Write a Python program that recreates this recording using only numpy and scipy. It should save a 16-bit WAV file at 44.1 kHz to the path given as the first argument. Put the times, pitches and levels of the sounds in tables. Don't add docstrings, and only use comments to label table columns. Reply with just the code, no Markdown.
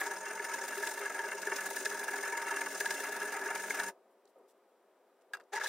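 import sys
import numpy as np
from scipy import signal
from scipy.fft import rfft, irfft, next_fast_len
from scipy.io import wavfile
from scipy.ndimage import uniform_filter1d, map_coordinates

SR = 44100
rng = np.random.default_rng(int(sys.argv[2]) if len(sys.argv) > 2 else 0)


def makeup_ratio(level_db):
    decades = np.asarray(level_db, float) / 20
    return 10 ** decades


def to_wav(s):
    ch = np.atleast_2d(s).T
    pcm = np.round(np.clip(ch, -1, 1) * 32767)
    wavfile.write(sys.argv[1], SR, pcm.astype(np.int16))


N = 250488
T = np.arange(N) / SR

# f/Hz, width/Hz, level/dB
BLADE = [(3400, 87, -12.5), (4730, 53, -1.5), (5275, 66, 2.5), (5727, 114, -0.5), (6496, 130, 2.5),
         (7040, 48, 1.5), (6984, 204, 2.5), (8270, 150, -3), (8850, 130, -3), (9205, 62, 3),
         (9254, 74, 2.5), (9674, 48, -2), (9320, 240, -8), (10000, 104, -25)]
PLANK = [(1700, 104, -0.5), (1613, 140, -15)]
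RIM = [(925.7, 60, 0)]
BOWL = [(189.7, 7.1, -5), (236.4, 16.3, -8), (282.4, 13.6, -6), (338.7, 69, -8), (402.8, 41.3, -0.5),
        (473.3, 28, -4), (532.6, 30.2, -3.5), (627.4, 39.7, -3)]
STONE = [(1132, 29, 0.5), (1259, 22, 0.5), (1506, 61, 1.5), (2110, 101, -2.5), (2740, 38, -2.5),
         (3128, 25, -11)]
HOLLOW = [(385, 41, -1.5), (525, 43, -0.5), (662, 59, -2), (766, 110, -9), (953, 55, -8.5), (1244, 42, -11)]
TAP = [(250, 120, -15.5), (420, 210, -25), (630, 196, -7), (990, 315, 0.5), (1270, 210, 7.5),
       (1600, 280, 8.5), (3570, 200, -6), (4440, 820, -10), (6170, 230, -27), (8100, 320, -25)]

# f/Hz, level/dB
RASP = [(2500, 4.5), (3200, -5.5), (4400, -4.5), (5300, -8.5), (6500, 5), (7700, -14), (9300, -2.5),
        (10500, -24), (11500, -23), (14000, -5), (15800, -16)]
BODY = [(200, -33.5), (300, -9), (500, -16.5), (750, -2.5), (850, -6), (1050, -20), (1300, -1), (1600, -3),
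        (1900, -8), (2300, -8), (3000, -30), (3600, -29.5)]
SHEEN = [(2800, -73), (3400, -1), (4300, -4), (5000, -7.5), (9000, -4.5), (10300, -3), (12000, -10),
         (14000, -5), (15800, -8.5)]
SCRATCH = [(600, -12), (1000, -9), (2200, 4), (5000, 3), (8000, -1), (12000, -9), (15800, -22)]
ROOM = [(25, -48), (160, -61), (190, -16.5), (290, -14), (400, -6.5), (700, -11), (1000, -15.5),
        (1500, -19.5), (2500, -28), (4000, -32), (6500, -35.5), (8000, -36.5), (15800, -38)]
FLIPPED = [(200, -14), (400, -0.5), (780, 0.5), (1100, 2), (2400, 2), (3700, 7), (6000, 1.5), (9400, -4.5)]

# t/s, pushes done
BEAT = [(0.016, 0), (0.167, 3), (0.311, 6), (0.402, 8), (0.874, 18), (1.426, 30), (1.855, 39), (2.331, 49),
        (2.518, 53), (2.906, 61), (3.184, 67), (3.602, 76), (3.797, 80), (3.887, 82)]
# t/s, level/dB
SWEEP = [(0, 7), (.22, -11), (.82, 5), (1.0, 0.5), (1.35, -5), (1.68, 4.5), (2.05, 2), (2.35, -2),
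         (2.62, 0), (2.8, 4), (3.12, 4.5), (3.42, -3), (3.76, 3), (3.9, 1), (5.6, -0.5), (5.68, 8.5)]
OPEN_GAIN = [0.23, -0.0317, -0.31]
# blade hiss level/dB, then plank and rim over it, level/dB
PUSH_DB, PUSH_SPREAD_DB = [-47.5, 6.5, 2.5], [-0.5, 4.5, -2]
PULL_DB, PULL_SPREAD_DB = [-49.5, 2, -2], [1, 4.5, 2]
# t/s, hiss level/dB, plank over hiss/dB, rim over hiss/dB
BITES = [(0.014, -47, 16, 2.5), (0.117, -44.5, 10.8, 4.5), (0.401, -56, 14, 9), (0.45, -42.5, 8.5, -3),
         (0.832, -46.5, 11.4, 4), (0.873, -44, 6.7, 5), (1.061, -46, 13.5, -3), (1.196, -51, 15.5, 13),
         (1.474, -46, 9.2, 4.5), (1.521, -51, 19.6, 11), (1.567, -41, 1.6, -10), (1.665, -42.5, 8.7, -6),
         (1.767, -42.5, 6.1, -2), (1.857, -40.5, 2.6, -12), (2.235, -46, 14.7, 5.5), (2.283, -45, 12, 1),
         (2.379, -45, 13, 7), (2.515, -44, 12.4, 7), (2.331, -47, 7.8, 10), (2.808, -37.5, 4.7, -7),
         (2.86, -43, 8.9, 2), (2.912, -40.5, 6.9, -2.5), (3.044, -45, 8.1, 1), (3.168, -48, 14.3, 7),
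         (2.086, -46, 11, 5.5), (3.465, -51, 19, 5), (3.509, -46, 13, 6.5), (3.557, -43, 12, 3),
         (3.706, -41.5, 6.4, -1), (3.801, -42, 12.8, 0)]
STROKES = [(0.069, -44.5, 6.3, 3.5), (0.263, -47, 11.4, -1), (0.312, -48, 12, 0), (0.525, -47.5, 10, 1),
           (0.544, -41.5, 6.1, 1.5), (0.618, -48.5, 11.7, 3.5), (0.686, -45.5, 8.7, -11),
           (0.729, -48.5, 13, 3), (0.784, -47, 8.1, -1), (0.895, -49.5, 8.3, -12), (0.979, -50.5, 15, 6),
           (1.017, -54, 8.5, 10), (1.152, -46, 12, -1), (1.245, -48.5, 15.2, 5), (1.32, -48.5, 11, -2),
           (1.426, -44.5, 4.9, -7), (1.613, -45.5, 9.8, -2), (1.917, -51, 13, -9), (2.043, -44.5, 3.1, -1),
           (2.141, -48, 14, 9.5), (2.165, -47.5, 8, 1), (2.258, -48, 7, 0), (2.356, -53, 14, 2),
           (2.404, -51, 7.4, 5), (2.426, -46, 6.5, 5.5), (2.473, -50.5, 14.3, 7), (2.545, -50.5, 12, 0),
           (2.569, -44, 10, -8), (2.591, -49.5, 11, 5), (2.616, -44, 9.6, 3.5), (2.666, -46, 8.6, 5),
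           (2.714, -46.5, 6, -10), (2.755, -44, 4, -7), (2.835, -65, 11, 0), (2.948, -42.5, 3.9, -3),
           (3.007, -46.5, 12.1, 1), (3.07, -49.5, 12, -2), (3.127, -48.5, 15.5, -8), (3.149, -56, 9.8, -6),
           (3.22, -59, 12, 6), (3.259, -46.5, 11.5, 0), (3.281, -47.5, 8.7, 2), (3.329, -47.5, 14.8, 1),
           (3.37, -47, 11.5, 3), (3.419, -52.5, 17, 12), (3.539, -67.5, 9.5, -6), (3.604, -46, 5.3, -4),
           (3.751, -43.5, 5.9, -6.5), (3.84, -45.5, 4.7, 2), (3.887, -47, 9.8, 2)]
RESTART = [(5.54, -53, 11.5, 14), (5.562, -44, 9.5, 5), (5.578, -50, 11, 12.5), (5.616, -50.5, 15, -12),
           (5.643, -42.5, 3, 0), (5.659, -57, 3, -27), (5.678, -48, 1, -13)]
# t/s, share of contact lost
SKIPS = [
    (1.093, 0.65),
    (5.593, 1),
]
# t/s, shift/Hz, level/dB
SETTLE = [(5.519, -150, 5), (5.55, -37, 1), (5.575, 6, -2), (5.595, -9, -1), (5.605, -66, -14),
          (5.625, -56, -18), (5.635, -20, 7.5), (5.655, 18, -2), (5.67, 20, -12)]
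LIFT_S, LAND_S = 3.9, 5.519

# t/s, peak level/dB, f/Hz
CATCHES = [(0.0144, -26, 1930), (0.1605, -43, 2070), (0.2548, -41, 2150), (0.3047, -48, 2130),
           (0.395, -33, 2180), (0.4494, -34, 2150), (0.4963, -33, 2130), (0.5367, -38, 2030),
           (0.5856, -33, 2110), (0.7692, -36, 2030), (0.8619, -34, 2070), (1.0176, -39, 2210),
           (1.0505, -36, 2120), (1.0979, -38, 2120), (1.4651, -40, 2230), (1.5194, -33, 2220),
           (1.8552, -28, 2090), (1.9031, -46, 2110), (2.1864, -35, 2160), (2.2343, -40, 2080),
           (2.3236, -30, 2220), (2.376, -28, 2120), (2.4164, -34, 2120), (2.4618, -34, 2150),
           (2.616, -32, 2200), (2.6599, -35, 2070), (2.7038, -40, 2100), (2.8065, -30, 2150),
           (2.8589, -34, 2020), (2.9058, -32, 2110), (3.1667, -42, 1890), (3.2146, -48, 2100),
           (3.3209, -42, 2160), (3.3662, -38, 2080), (3.4545, -44, 2210), (3.5019, -40, 2110),
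           (3.5578, -28, 2070), (3.5937, -39, 2120), (3.706, -21.5, 2120), (3.7988, -38, 1990),
           (5.552, -38, 2170), (5.56, -35, 2000), (5.567, -28, 1930), (5.578, -37.5, 1890),
             (5.5994, -35, 1910), (5.661, -35, 1930)]
# t/s, level/dB
SCRATCHES = [(0.8724, -31), (1.191, -38.5), (1.315, -42.5), (1.768, -41), (1.856, -28.5), (3.217, -42),
             (2.805, -35), (2.858, -33.5), (2.907, -33.5), (3.705, -39.5), (3.799, -31.5)]
# t/s, bowl level/dB, plank level/dB
THUMPS = [(0.398, -44, -24), (0.873, -36.5, -25), (1.7682, -60, -26), (1.8606, -57, -20), (2.325, -39, -25),
          (2.806, -36, -20), (2.907, -63, -22), (3.005, -38, -32), (3.217, -40, -25), (3.462, -34, -42),
          (3.706, -48, -23), (5.535, -37, -32), (5.613, -55, -25), (0.834, -53, -23), (1.191, -44, -23),
          (1.316, -55, -34), (2.081, -39, -26.5), (0.521, -61, -35), (1.471, -28, -19), (1.52, -29, -36),
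          (2.8595, -41, -18.5), (3.799, -45, -16), (5.6591, -62, -21.5)]
# f/Hz, t60/s, length kept/s
THUMP = [
    (404, 0.09, 0.033),
    (1695, 0.07, 0.0076),
]
# t/s, length/s, level/dB, f/Hz
HUMS = [(0.4, 0.022, -49, 402.9), (0.778, 0.046, -45, 404), (0.994, 0.087, -43.5, 402.8),
        (1.141, 0.033, -50, 406), (1.241, 0.037, -45, 402), (1.336, 0.037, -46, 403),
        (1.462, 0.11, -50, 407.3), (1.673, 0.062, -46, 396.0), (1.8, 0.035, -49, 398),
        (1.986, 0.043, -48, 399.7), (2.082, 0.078, -49, 410), (2.175, 0.046, -43.5, 400),
        (2.513, 0.064, -52, 395), (2.802, 0.062, -45, 411), (3.231, 0.073, -50.5, 414.8),
        (3.358, 0.023, -49, 412), (3.403, 0.051, -46, 388.5)]
# t/s, length/s, level/dB, f/Hz
DRONES = [(1.098, 0.089, -62.5, 281.4), (1.474, 0.083, -70, 287.0), (1.66, 0.055, -58.5, 284.2),
          (1.75, 0.086, -58, 282.6), (1.933, 0.12, -61, 275.9), (2.119, 0.108, -58, 281.0),
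          (2.538, 0.22, -57, 281.9), (2.941, 0.4, -57.5, 279.6), (3.408, 0.042, -59, 281.5),
          (3.696, 0.2, -56.5, 282.4)]
# t/s, peak level/dB, t60/s
TAPS = [
    (5.328, -71, .02),
    (5.335, -47.5, 0.068),
    (5.349, -55.5, 0.023),
    (5.37, -58, 0.0192),
    (5.399, -62.5, 0.023),
    (5.404, -67.5, 0.018),
    (5.41, -65.5, 0.016),
]
# f/Hz, level/dB, t60/s
LANDING = [(2740, -50.5, 0.12), (3850, -49, .05), (4530, -43, 0.027), (6430, -52, .05), (8070, -46, 0.022)]
# t/s, level/dB, f/Hz
BUMPS = [(4.253, -66, 405), (4.358, -59, 530), (4.37, -63, 480), (4.4, -65, 429), (4.431, -65, 394)]
# t/s, length/s, level/dB, lowest f/Hz, highest f/Hz
RUSTLES = [(4.106, .03, -78, 7060, 15000), (4.254, 0.0036, -61.5, 4000, 9000),
           (4.272, 0.0088, -57, 3890, 4200), (4.278, .03, -76.5, 4000, 15000),
           (4.384, .008, -75.5, 6960, 15000), (4.484, 0.036, -71, 2800, 14700),
           (4.57, 0.011, -79, 7000, 14900), (5.212, 0.011, -71.5, 1700, 9900),
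           (5.417, 0.0028, -71, 7000, 15000), (5.436, 0.0057, -61, 5300, 6300)]
# t/s, level/dB, rise/s, t60/s
KNOCKS = [(3.9, -56, .01, 0.44), (3.96, -70.5, 0.0087, 1.8), (4.27, -67.5, 0.037, 0.18),
          (4.36, -60.5, 0.009, 0.4), (4.4, -65, 0.01, 0.46), (5.4, -58, 0.19, 0.32)]

# f/Hz, coherence
ALIKE = [(170, .98), (2200, 0.98), (3000, 0.72), (4400, 0.53), (7200, 0.5), (7600, 0.91), (11500, 0.94),
         (14000, 0.55)]
# f/Hz, level/dB
LEAN = [(60, -1), (130, 0.5), (290, 2.5), (640, 1.5), (1410, 1.0), (3100, -0.5), (6820, 1.5), (15000, 3)]
# f/Hz, phase/rad
LEAD = [(4050, 0), (4390, -2.3), (4740, -6), (5510, -6.5), (5940, -7.5), (6460, -7), (6800, -10.5),
        (7240, -4 * np.pi)]


def whetting():
    when, hiss_db, plank_db, rim_db = strokes()
    open_db = np.interp(T, *np.transpose(SWEEP))
    on = contact()
    s, *held = np.transpose(SETTLE)
    shift_hz, mute_db = (np.interp(T, s, column, left=0) for column in held)

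    edge = dragged(slivers(when, hiss_db, 0.0038, 0.0071, lag=-0.0033), on, -2.5)
    plank = dragged(slivers(when, plank_db, 0.0055, 0.0078, lag=0.001), on, -4.5)
    rim = dragged(slivers(when, rim_db, 0.0054, 0.011, lag=0.0015), on, -8.5)
    flutter = on * edge / slow(edge)
    loose = (plank + 1e-6) ** 0.42 * slow(plank) ** 0.57 * on

    slide_hz = 69.78 * wobble(25) + 8 * open_db
    blade = makeup_ratio(-1.0) * shifted(steel(), slide_hz)
    rasp = makeup_ratio(-4.5 + 1.5 * wobble(50)) * ringing(shape(RASP), 2.7, 500)
    sheen = makeup_ratio(-55 + open_db + 1.7 * wobble(50)) * flutter * ringing(shape(SHEEN), 2.3, 500)

    wood = makeup_ratio(-2.9) * plank * steady(ringing(sharp(PLANK), 1.8, 330), share=0.46)
    body = makeup_ratio(-7.5 + 2.15 * wobble(60)) * loose * ringing(shape(BODY), 3.1, 300)
    stone_db = -10.0 - 0.039 * open_db + 1.44 * wobble(45)
    stone = makeup_ratio(stone_db) * loose * ringing(modes(STONE), 6.1, 300)

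    basin_ring = steady(ringing(sharp(RIM), 1.3, 200), share=0.6)
    basin = makeup_ratio(0.5 + mute_db) * rim * shifted(basin_ring, shift_hz)
    bowl_db = -49.5 + 0.14 * open_db + 0.43 * wobble(40)
    bowl_ring = steady(ringing(sharp(BOWL), 2.05, 150), share=0.11)
    bowl = on * makeup_ratio(bowl_db) * (flutter + 0.00101) ** 0.37 * bowl_ring

    whole = edge * (blade + rasp) + sheen + wood + body + stone + basin + bowl
    other_face = filtered(whole * (T > LAND_S), lambda f: makeup_ratio(along(FLIPPED, f)))
    return np.where(T < LAND_S, whole, other_face)


def strokes():
    pull_share, scatter_s = 0.5, 0.0038
    s, done = np.transpose(BEAT)
    half = np.arange(2 * int(done[-1]) + 1)
    pull = (half % 2)[:, None]
    luck = rng.standard_normal((len(half), 4))
    when = np.interp(half // 2 + pull[:, 0] * pull_share, done, s) + scatter_s * luck[:, 0]
    spread = np.where(pull, PULL_SPREAD_DB, PUSH_SPREAD_DB)
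    level = np.where(pull, PULL_DB, PUSH_DB) + spread * luck[:, 1:]
    level += np.outer(np.interp(when, *np.transpose(SWEEP)), OPEN_GAIN)
    gap = np.abs(when[:, None] - np.transpose(BITES + STROKES)[0]).min(axis=1)
    regular = np.c_[when, level][gap > .012]
    when, hiss_db, plank_db, rim_db = np.vstack([regular, BITES, STROKES, RESTART]).T
    return when, hiss_db, hiss_db + plank_db, hiss_db + rim_db


def contact():
    leaving, returning = 1 - (T - LIFT_S) / 0.018, (T - LAND_S) / 0.014
    on = np.clip(np.maximum(leaving, returning), 0, 1)
    for s, lost in SKIPS:
        on = on * (1 - lost * np.clip(1 - np.abs(T - s) / 0.0065, 0, 1))
    return on


def slivers(when, level_db, rise, fall, lag):
    power = np.zeros(N)
    power[np.clip(((when + lag) * SR).astype(int), 0, N - 1)] = makeup_ratio(2 * level_db)
    t = np.arange(-2000, 2001) / SR
    bump = np.exp(-(t / np.where(t < 0, rise, fall)) ** 2)
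    return np.sqrt(np.abs(signal.fftconvolve(power, bump, "same")))


def slow(envelope):
    return np.sqrt(np.abs(uniform_filter1d(envelope ** 2, size=5000)) + 1e-12)


def dragged(envelope, on, drag_db):
    return np.hypot(envelope, on * makeup_ratio(drag_db) * slow(envelope))


def grit(clump_db, rate):
    return unit(rng.standard_normal((2, N)) * makeup_ratio(clump_db * wobble(rate)))


def ringing(response, clump_db, rate):
    return unit(filtered(grit(clump_db, rate), response))


def steel():
    bite = grit(2.2, 500)
    rings = 0
    for group in (BLADE[:4], BLADE[4:8], BLADE[8:]):
        rings = rings + makeup_ratio(1.6 * wobble(45)) * filtered(bite, modes(group))
    return unit(rings)


def catches():
    out, t = np.zeros((2, N + SR)), np.arange(1500) / SR
    for s, db, hz in CATCHES:
        crack = rng.standard_normal((2, len(t))) * makeup_ratio(-60 * t / 0.0079)
        ring = makeup_ratio(-60 * t / 0.022) * np.sin(2 * np.pi * hz * t) * (1 - np.exp(-t / 0.001))
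        start = round(s * SR)
        out[:, start:start + len(t)] += makeup_ratio(db + 3) * (ring * [[1], [0]] + 0.45 * crack)
    return filtered(out[:, :N], lambda f: 1 / (1 + 1j * f / 6000) ** 2)


def scratches():
    out, t = np.zeros((2, N)), np.arange(800) / SR
    for s, db in SCRATCHES:
        burst = makeup_ratio(db - 60 * t / 0.024) * rng.standard_normal((2, len(t)))
        out[:, round(s * SR):][:, :len(t)] += burst
    return filtered(out, shape(SCRATCH))


def thumps():
    out, t = np.zeros((2, N + SR)), np.arange(SR // 8) / SR
    for s, *levels in THUMPS:
        ring = 0
        for db, (hz, t60, kept) in zip(levels, THUMP):
            ring = ring + makeup_ratio(db - 60 * t / t60) * np.exp(-(t / kept) ** 4) * np.sin(2 * np.pi * hz * t)
        start = round(s * SR)
        out[0, start:start + len(t)] += ring * (1 - np.exp(-t / 0.0029))
    return out[:, :N]


def hums():
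    edge_s = .012
    out = np.zeros((2, N))
    for s, length, db, hz in HUMS + DRONES:
        t = np.arange(round((length + 2 * edge_s) * SR)) / SR
        gate = np.clip(np.minimum(t, t[-1] - t) / (2 * edge_s), 0, 1)
        out[0, round((s - edge_s) * SR):][:len(t)] += makeup_ratio(db + 0.5) * gate * np.sin(2 * np.pi * hz * t)
    return out


def taps():
    drive = np.zeros((2, N))
    noise = rng.standard_normal((2, N))
    for s, db, t60 in TAPS:
        drive += noise * makeup_ratio(db + 18.0 - 60 * np.abs(T - s) / t60) * (T >= s)
    t = np.clip(T - 5.3352, 0, None)
    knock = makeup_ratio(-26.5 - 60 * t / 0.027) * np.sin(2 * np.pi * 1666 * t) * (1 - np.exp(-t / 0.00063))
    for hz, db, t60 in LANDING:
        knock += makeup_ratio(db - 60 * t / t60) * np.sin(2 * np.pi * hz * t)
    fading = drive * np.where(T < 5.362, 1, makeup_ratio(-9))
    scrape = filtered(fading, lambda f: makeup_ratio(along(RASP, f)) * f ** 4 / (f ** 4 + 2500 ** 4))
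    return filtered(drive, modes(TAP)) + makeup_ratio(-15.5) * scrape + knock * [[1], [0]]


def bumps():
    out = np.zeros(N)
    for s, db, hz in BUMPS:
        t = np.clip(T - s, 0, .1)
        swell = t / 0.01 * np.exp(-t / 0.01) * (t < .1)
        out += makeup_ratio(db + 10.5) * swell * np.sin(2 * np.pi * hz * t)
    return out * [[1], [0]]


def rustles():
    out, crackle = np.zeros((2, N)), grit(2.2, 700)
    for s, length, db, low_hz, high_hz in RUSTLES:
        gate = np.exp(-((T - s - length / 2) / (0.63 * length)) ** 4)
        band = lambda f: f ** 6 / (f ** 6 + low_hz ** 6) / (1 + (f / high_hz) ** 6)
        out += makeup_ratio(db) * filtered(crackle * gate, band)
    return out


def room():
    power = makeup_ratio(2 * -71.5)
    for s, db, rise, t60 in KNOCKS:
        drop_db = np.where(T < s, 20 * (s - T) / rise, 60 * (T - s) / t60)
        power = power + makeup_ratio(2 * (db - drop_db)) * (T > LIFT_S)
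    air = makeup_ratio(-71.0) * unit(filtered(rng.standard_normal((2, N)), shape(ROOM)))
    hollow = steady(filtered(grit(2.7, 130), modes(HOLLOW)), share=0.48)
    return air + np.sqrt(power) * hollow


def walls(x, t60, level_db):
    t = np.arange(SR // 4) / SR
    tail = rng.standard_normal((2, len(t))) * makeup_ratio(-60 * t / t60) * (t > .004)
    return makeup_ratio(level_db) * signal.fftconvolve(x, tail / np.linalg.norm(tail[0]), axes=1)[:, :N]


def ports(pair):
    turn = lambda f: np.arccos(np.clip(along(ALIKE, f), 0, 1)) / 2
    mid, side = filtered(pair, lambda f: np.array([np.cos(turn(f)), np.sin(turn(f))]))
    tilt = lambda f: makeup_ratio(along(LEAN, f) / 2) * np.exp(.5j * along(LEAD, f))
    return filtered(np.array([mid + side, mid - side]), lambda f: np.array([tilt(f), 1 / tilt(f)]))


def folding(pair):
    mid, side = (pair[0] + pair[1]) / 2, (pair[0] - pair[1]) / 2
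    luck = uniform_filter1d(rng.standard_normal(N // 1024 + 2), size=2)
    wide = np.repeat(luck > np.quantile(luck, 1 - .35), 1024)[:N]
    keep = uniform_filter1d(np.where(wide, 1, makeup_ratio(-15.5)), size=600)
    treble = filtered(side, lambda f: (f > 7300) * (np.abs(f - 9300) > 350))
    side = side - (1 - keep) * treble
    return np.array([mid + side, mid - side])


def unit(x):
    return x / np.sqrt(np.mean(x ** 2) + 1e-20)


def along(points, hz):
    f, v = np.transpose(points)
    return np.interp(np.log(hz + 1), np.log(f + 1), v)


def filtered(x, response):
    m = next_fast_len(N + 8192)
    return irfft(rfft(x, m) * response(np.fft.rfftfreq(m, 1 / SR)), m)[..., :N]


def modes(table):
    def response(f):
        total = 0
        for k, (c, w, db) in enumerate(table):
            total = total + (-1) ** k * makeup_ratio(db) * 1j * f * w / (c * c - f * f + 1j * f * w)
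        return total
    return response


def sharp(table):
    return lambda f: modes(table)(f) ** 2


def shape(spectrum):
    return lambda f: makeup_ratio(along(spectrum, f)) * (f > spectrum[0][0]) * (f < spectrum[-1][0])


def wobble(rate):
    return map_coordinates(rng.standard_normal(int(N * rate / SR) + 4), [T * rate])


def steady(x, share):
    swell = np.abs(signal.hilbert(x[0], next_fast_len(N))[:N])
    return unit(x / (swell / swell.mean() + 0.19) ** share)


def shifted(x, shift_hz):
    turn = np.exp(2j * np.pi * np.cumsum(shift_hz) / SR)
    return np.real(signal.hilbert(x, next_fast_len(N), axis=1)[:, :N] * turn)


def scene():
    work = whetting() + catches() + thumps() + taps() + hums() + scratches()
    reverberant = work + walls(work, t60=0.082, level_db=-14.5)
    return ports(reverberant + rustles() + room() + bumps())


def top_cut(x):
    return signal.sosfilt(signal.butter(12, 16500, fs=SR, output="sos"), x)


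def record(dry):
    cut = lambda f: (f < 15800) * (f / 175) ** 6 / (1 + (f / 175) ** 6)
    loudness = np.sqrt(np.abs(uniform_filter1d(dry ** 2, size=1000, axis=1)))
    noise = rng.standard_normal((3, N))
    stirred = loudness * (0.67 * noise[:2] + 0.82 * noise[2])
    rumble = filtered(stirred, lambda f: makeup_ratio(-28.5) / (1 + (f / 150) ** 4))
    return top_cut(folding(filtered(dry, cut)) + rumble)


dry = scene()
out = record(dry)
to_wav(out)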